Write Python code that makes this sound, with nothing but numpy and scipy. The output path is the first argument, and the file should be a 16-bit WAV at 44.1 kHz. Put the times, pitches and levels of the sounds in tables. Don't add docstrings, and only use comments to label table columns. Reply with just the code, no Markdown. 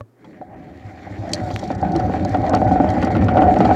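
import sys
import numpy as np
from scipy import signal
from scipy.fft import rfft, irfft
from scipy.io import wavfile
from scipy.ndimage import uniform_filter1d, map_coordinates

SR = 44100
rng = np.random.default_rng(int(sys.argv[2]) if len(sys.argv) > 2 else 0)


def unload_audio(sound):
    columns = np.transpose(np.atleast_2d(sound))
    steps = np.round(np.clip(columns, -1, 1) * 32767)
    wavfile.write(sys.argv[1], SR, steps.astype(np.int16))


def gain_from_decibels(decibels):
    exponent = np.asarray(decibels, float) / 20
    return 10 ** exponent


N = 165375
T = np.arange(N) / SR


def rms1(x):
    return x / np.sqrt(np.mean(x ** 2))


def band(x, lo_hz, hi_hz):
    return signal.sosfilt(signal.butter(2, [lo_hz, hi_hz], "band", fs=SR, output="sos"), x)


def ring(x, hz, t60_s):
    r = np.exp(-np.log(1000) / (max(t60_s, 1e-3) * SR))
    w = 2 * np.pi * hz / SR
    return signal.lfilter([0, r * np.sin(w)], [1, -2 * r * np.cos(w), r * r], x)


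def walk(rate_hz):
    hold = int(SR / rate_hz)
    steps = np.repeat(rng.standard_normal(N // hold + 1), hold)[:N]
    return rms1(uniform_filter1d(uniform_filter1d(steps, hold), hold))


def body(x, modes, drift_db=0., drift_hz=8.):
    out = np.zeros(N)
    for k, (hz, width_hz, db) in enumerate(modes):
        gain = (-1) ** k * gain_from_decibels(db) * width_hz * 2 * np.pi / SR
        drive = x * gain_from_decibels(drift_db * walk(drift_hz))
        out += gain * ring(drive, hz, np.log(1000) / np.pi / width_hz)
    return out


def grit(rate_hz, spread_db, patch_db, patch_hz):
    hit, sign, size = rng.random((3, N))
    clicks = (hit < rate_hz / SR) * np.sign(sign - .5) * gain_from_decibels(-spread_db * np.log(1 - size))
    return rms1(clicks) * gain_from_decibels(patch_db * walk(patch_hz))


def bursts(times_s, gains, lengths_s, strike):
    t = np.arange(2048) / SR
    events = []
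    for s, gain, length in zip(times_s, gains, lengths_s):
        scratch = rng.standard_normal(len(t)) * np.exp(-t / length) / np.sqrt(length * SR)
        events.append((int(s * SR), gain * (scratch + strike * (t == 0))))
    return events


def add(x, start, piece):
    x[start:start + len(piece)] += piece[:len(x) - start]


# (frequency [Hz], density [dB per Hz])
AIR_SPECTRUM = [(30, -12), (125, -21.5), (300, 0), (700, -14), (1500, -22.5), (3000, -35.5), (15000, -40.5)]


def room():
    phase = 2 * np.pi * 120 * T
    hum = np.sin(phase)
    buzz = band(np.exp(4.6 * np.cos(phase)), 150., 600.)
    hz, db = np.array(AIR_SPECTRUM).T
    f = np.fft.rfftfreq(N, 1 / SR)
    shape = gain_from_decibels(np.interp(np.log(f + 1), np.log(hz), db))
    air = irfft(rfft(rng.standard_normal(N)) * shape, N)
    return gain_from_decibels(-59) * rms1(hum) + gain_from_decibels(-66) * rms1(buzz) + gain_from_decibels(-57.5) * rms1(air)


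# (frequency [Hz], level [dB], t60 [s])
CATCH_MODES = [(110, 2.5, 0.18), (250, -5, 0.055), (578, 4, 0.037), (840, 1, 0.011), (1120, 1, 0.031),
               (1730, -26, 0.095)]


def catch():
    click = np.zeros(N)
    click[int(.0088 * SR)] = gain_from_decibels(-30)
    modes = sum(gain_from_decibels(db) * ring(click, hz, min(t60_s, .15)) for hz, db, t60_s in CATCH_MODES)
    scrape = signal.lfilter([1], [1, -.993], click) * rng.standard_normal(N)
    return modes + gain_from_decibels(-9) * band(scrape, 700., 3100.0)


# (time [s], level [dB])
SNAPS = [
    (1.5621, -4.5),
    (1.3345, -17),
    (2.573, -17),
    (3.168, -13),
    (3.424, -17),
    (3.542, -13.5),
    (3.181, -22),
    (3.61, -12),
    (3.651, -24),
    (3.745, -19),
]


def snaps():
    clicks = np.zeros(N)
    for s, db in SNAPS:
        clicks[int(s * SR)] = gain_from_decibels(db)
    return ring(band(clicks, 900., 6000.), 2220.0, 0.0015) + gain_from_decibels(-14) * band(clicks, 3000., 12000.0)


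# (frequency [Hz], level [dB], t60 [s])
LOOSE_MODES = [(2060, -20.5, .01), (3270, -4, 0.025), (4120, -14, 0.057), (4610, 4, 0.0096),
               (5490, 4.5, 0.0046), (6070, 7.5, 0.0028), (7050, -3.5, 0.01), (9200, -36, .006),
               (10800, -47, .005)]
# (time [s], level [dB], centre [Hz])
TICKS = [(0.245, -39, 3160), (1.2917, -33.5, 4670), (1.316, -32, 6200), (1.334, -4.5, 4750),
         (1.3436, -17, 4500), (1.352, -21, 4570), (1.4386, -42, 4540), (1.511, -28.5, 3740),
         (1.5397, -30, 5690), (1.5892, -30, 4190), (1.593, -28, 5700), (1.6387, -31, 4200),
         (1.676, -34, 5610), (1.712, -32, 4470), (1.7493, -36, 5700), (1.8134, -38, 5500),
         (1.9185, -31.5, 4600), (1.962, -18, 4160), (1.997, -26, 4000), (2.062, -45, 5400),
         (2.249, -20.5, 4170), (2.2918, -32, 6000), (2.3447, -21.5, 3060), (2.4642, -19.5, 3140),
         (2.4947, -20.5, 6400), (2.5485, -16, 4840), (2.7154, -32.5, 4220), (2.8892, -23.5, 3200),
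         (2.9016, -23.5, 4420), (3.0173, -31.5, 4520), (3.0284, -27, 4140), (3.0473, -25.5, 5530),
         (3.1135, -38, 4700), (3.242, -32, 5640), (3.3703, -31.5, 3200), (3.586, -31, 6500),
         (3.6043, -18.5, 3040), (3.6522, -16, 3140)]


def ticks():
    vary_db, vary_pitch = 1.5, .012
    times_s, levels_db, centres_hz = np.array(TICKS).T
    lengths_s = np.interp(levels_db, (-32, -22), (.005, .0016))
    out = np.zeros(N)
    for (start, hit), centre in zip(bursts(times_s, gain_from_decibels(levels_db), lengths_s, 4.0), centres_hz):
        hit = hit * np.minimum(np.arange(len(hit)) / SR / 0.00092 + 0.044, 1)
        for hz, db, t60_s in LOOSE_MODES:
            e = rng.standard_normal()
            off_centre_db = 25 * np.log2(hz / centre) ** 2
            gain = gain_from_decibels(db + vary_db * e - off_centre_db)
            add(out, start, gain * ring(hit, hz * (1 + vary_pitch * e), t60_s))
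    return band(band(out, 2500.0, 10000.0), 1700., 14000.) * gain_from_decibels(-4)


# (frequency [Hz], width [Hz], gain [dB])
FRAME_MODES = [(73.7, 38, 3), (103.4, 32, 4.5), (186, 30.8, -1.5), (244.8, 47.3, -2.5), (318, 43, -1.5),
               (420.5, 21.4, -8.5), (539.5, 71, -11)]
# (time [s], level [dB])
LURCHES = [(0.845, -25), (1.105, -24), (1.185, -19), (1.413, -18), (1.532, -16.5), (1.758, -16.5),
           (2.017, -19.5), (2.227, -17.5), (2.309, -17.5), (2.393, -16.5), (2.532, -19), (2.656, -11),
           (2.888, -15.5), (3.159, -23), (3.233, -10), (3.514, -17), (3.668, -12.5)]
# (time [s], level [dB], pitch [Hz])
THUDS = [(0.404, -26.5, 284), (1.238, -23.5, 186), (1.676, -20.5, 196), (1.707, -23.5, 261),
         (1.851, -10.5, 183), (1.893, -8, 176), (1.955, -6.5, 327), (2.211, -16.5, 240), (2.346, -19, 299),
         (2.383, -16, 255), (2.536, -12, 194), (2.714, -9.5, 269), (2.8, -6, 276), (2.976, -17, 254),
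         (3.034, -3.5, 234), (3.183, -13, 240), (3.333, -14, 250), (3.419, -8, 301), (3.517, -9, 300),
         (3.589, -6.5, 183), (3.642, -15.5, 248), (3.714, -10, 254)]


def blow(hz, rise_s, t60_s):
    t = np.arange(6000) / SR
    return np.sin(2 * np.pi * hz * t) * (1 - np.exp(-t / rise_s)) * gain_from_decibels(-60 * t / t60_s)


def thuds():
    out = np.zeros(N)
    low_hz, high_hz = FRAME_MODES[0][0], FRAME_MODES[1][0]
    swing = blow(high_hz, 0.007, 0.15) + gain_from_decibels(-6.5) * blow(low_hz, 0.018, 0.16)
    for s, db in LURCHES:
        add(out, int(s * SR), gain_from_decibels(db + 5.5) * swing)
    for s, db, hz in THUDS:
        add(out, int(s * SR), gain_from_decibels(db + 1) * blow(hz, 0.003, 0.088))
    return out


# (frequency [Hz], width [Hz], gain [dB])
DECK_MODES = [(607, 30, -2), (717.5, 62, -2), (728.5, 29.3, 6), (774.2, 64.7, -2.5), (864, 28, -10),
              (920, 87, -25.5), (1315, 46, -21.5), (1485, 50, -18.5)]
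# (frequency [Hz], width [Hz], gain [dB])
AXLE_MODES = [(1028, 810, -8), (1648, 120, -4), (1850, 154, -2.5), (2112, 340, -3.5), (2296, 294, -5.5),
              (3245, 266, -20)]
# (time [s], level [dB], bright share [dB])
BUMPS = [(0.244, -33.5, -1), (0.414, -16.5, -26), (1.067, -19.5, -17), (1.505, -11, -11),
         (1.631, -12.5, -33), (1.675, -31, -9), (1.704, -2, -19.5), (1.828, -3, -32), (1.849, -8, -36),
         (1.953, -10.5, -7), (1.999, -11.5, -8), (2.097, -6, -29), (2.139, -5.5, -28), (2.25, -7.5, -22),
         (2.346, -0.5, -12.5), (2.441, -6, -18.5), (2.535, 2, -7), (2.563, -4.5, -12.5), (2.617, 1.5, -24),
         (2.644, -18, -20), (2.675, -6.5, -18), (2.712, -2, -26), (2.759, -1, -21), (2.801, 3, -28),
         (2.844, -2.5, -22), (2.981, -5.5, -21), (3.026, -3, -6), (3.071, -1, -16), (3.105, -6, -25),
         (3.151, -6, -7.5), (3.221, -8, -12), (3.27, -9, -21), (3.284, -13.5, 5.5), (3.327, -11, -25),
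         (3.347, -7, -25), (3.371, 4, -12), (3.385, 2.5, -20.5), (3.419, 0, -11.5), (3.468, -3, -25.5),
         (3.562, -1, -12), (3.605, 6, -17.5), (3.649, 0.5, -10.5), (3.692, -0.5, -27), (3.711, 5.5, -22)]


def bumps():
    times_s, levels_db, bright_db = np.array(BUMPS).T
    knock, scrape = np.zeros((2, N))
    for start, hit in bursts(times_s, gain_from_decibels(levels_db), np.full(len(times_s), .007), 2.2):
        add(knock, start, hit)
    for start, hit in bursts(times_s, gain_from_decibels(levels_db + bright_db), np.full(len(times_s), .012), 0.36):
        add(scrape, start, hit)
    low = gain_from_decibels(30) * body(knock, DECK_MODES[1:4]) + gain_from_decibels(26) * body(knock, DECK_MODES[:1])
    low += gain_from_decibels(1) * band(knock, 450., 1500.0) + gain_from_decibels(24.5) * body(knock, FRAME_MODES[2:])
    high = gain_from_decibels(50) * body(scrape, DECK_MODES[4:6]) + gain_from_decibels(49) * body(scrape, DECK_MODES[6:])
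    high += gain_from_decibels(37.5) * body(scrape, AXLE_MODES[:1]) + gain_from_decibels(21) * body(scrape, AXLE_MODES)
    return band(low, 110.0, 1400.) + band(high, 820.0, 5000.0)


HOPS_S = [
    .556,
    1.772,
    1.822,
    2.519,
    2.667,
    3.096,
    3.204,
    3.331,
    3.395,
]


def hops():
    return sum(np.exp(-((T - s) / .009 * 2) ** 2) for s in HOPS_S)


def loose_rattle():
    jostle = signal.lfilter([1], [1, -.985], np.abs(grit(160., 4.2, 1.5, 3.7)))
    rattle = jostle * rng.standard_normal(N) * np.clip(T - 1, .1, 1)
    parts = sum(gain_from_decibels(db) * ring(rattle * gain_from_decibels(4.5 * walk(30.)), hz, t60_s * 0.71)
                for hz, db, t60_s in LOOSE_MODES[1:])
    return rms1(band(parts, 3400.0, 11000.))


# (frequency [Hz], width [Hz], gain [dB])
STRING_MODES = [(3610, 570, 3), (4456, 210, 3.5), (4940, 90, 2.5), (5700, 190, -1.5), (6120, 170, -3.5),
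                (7150, 840, -7), (10300, 990, -21.5), (12800, 2400, -23.5), (15300, 460, -22)]


def string_whirr(rub):
    crackle = .5 * rub + grit(4000., 2.1, 2.2, 65.0)
    return rms1(band(body(crackle, STRING_MODES, 1.4, 25.27), 3200.0, 15500.))


def axle_hiss(rub, rub_db, hop_gain):
    hiss = rms1(band(body(rub, AXLE_MODES, 1.35, 18.), 900., 3160.0)) * gain_from_decibels(rub_db + 0.5)
    return hiss - band(hiss, 1600.0, 12000.) * (1 - hop_gain)


def deck_shake(shared, level_db):
    turn = (T - 2.8) * 23.6 % 1
    throb = gain_from_decibels(3 * np.clip(T - 1.8, 0, 1) * np.exp(-turn / .35))
    drive = throb * (0.43 * shared + grit(900., 2.3, 0.82, 21.96))
    deck = rms1(body(drive, DECK_MODES, 2.5, 14.)) * gain_from_decibels(level_db - 2.5)
    deck *= np.clip((T - .6) / 0.52, .35, 1)
    flex_s = .0006 * walk(5.)
    return map_coordinates(deck, [(T + flex_s) * SR], order=1, mode="nearest")


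def frame_rumble(shared, roll_db):
    drive = .5 * shared + grit(2500., 1.0, 1.0, 9.43)
    return rms1(body(drive, FRAME_MODES[2:], 0.86, 7.8)) * gain_from_decibels(roll_db)


def wheel_rumble(shared, roll_db):
    drive = .5 * shared + grit(1100.0, 1.9, 0.5, 9.4)
    wheels = rms1(body(drive, FRAME_MODES[:2], 0.59, 7.4)) * gain_from_decibels(roll_db - 3.5)
    return wheels * np.clip((T - 0.29) / 0.21, .15, 1)


# (time [s], rolling level [dB], axle friction [dB], string whirr [dB], deck shake [dB])
ROLL = [(.13, -67, -70, -91, 15), (.27, -40.5, -55.5, -69, -7), (.5, -43.5, -59, -78, 7.5),
        (.65, -42.5, -54.5, -69, 5.5), (.8, -43, -55, -65, 7.5), (1.15, -36.5, -45, -60, -1),
        (1.4, -28, -44.5, -54, 2), (1.58, -31, -44, -47.5, -0.5), (1.75, -27, -48, -58.5, 1),
        (1.95, -21.5, -43, -54.5, 0), (2.3, -25, -43, -55, -0.5), (2.6, -20.5, -41, -52.5, 4.5),
        (2.92, -23, -41, -53.5, 3.5), (3.2, -17, -37, -53, -9), (3.4, -16.5, -36.5, -54, 5.5),
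        (3.75, -21.5, -37, -50, 0.5)]


def rolling():
    times_s, *levels = np.array(ROLL).T
    roll_db, rub_db, whirr_db, shake_db = (np.interp(T, times_s, v) for v in levels)
    moving = np.clip((T - .12) / 0.088, 0, 1)
    hop_gain = gain_from_decibels(-30 * hops())
    shared = grit(1500., 2.14, 3.84, 14.)
    rub = 0.24 * shared + grit(5000., 2.8, 2.6, 45.)
    low = wheel_rumble(shared, roll_db) + frame_rumble(shared, roll_db)
    low = low + deck_shake(shared, roll_db + shake_db)
    whirr = string_whirr(rub) * gain_from_decibels(whirr_db + 0.5) * hop_gain
    rattle = loose_rattle() * gain_from_decibels(whirr_db - 14.5) * hop_gain
    return moving * (band(low, 26.0, 2000.) + axle_hiss(rub, rub_db, hop_gain) + whirr + rattle)


def scene():
    return (rolling() + bumps() + thuds() + ticks() + snaps() + catch() + room())[None]


def low_pass(x):
    return signal.sosfilt(signal.butter(12, 16340, fs=SR, output="sos"), x)


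def record(dry):
    x = signal.sosfilt(signal.butter(3, 59.4, "high", fs=SR, output="sos"), dry)
    x = x / (1 + np.abs(x) ** 6) ** (1 / 6)
    x = signal.sosfilt(signal.ellip(10, .2, 70, 15800, fs=SR, output="sos"), x)
    return low_pass(x)


dry = scene()
out = record(dry)
unload_audio(out)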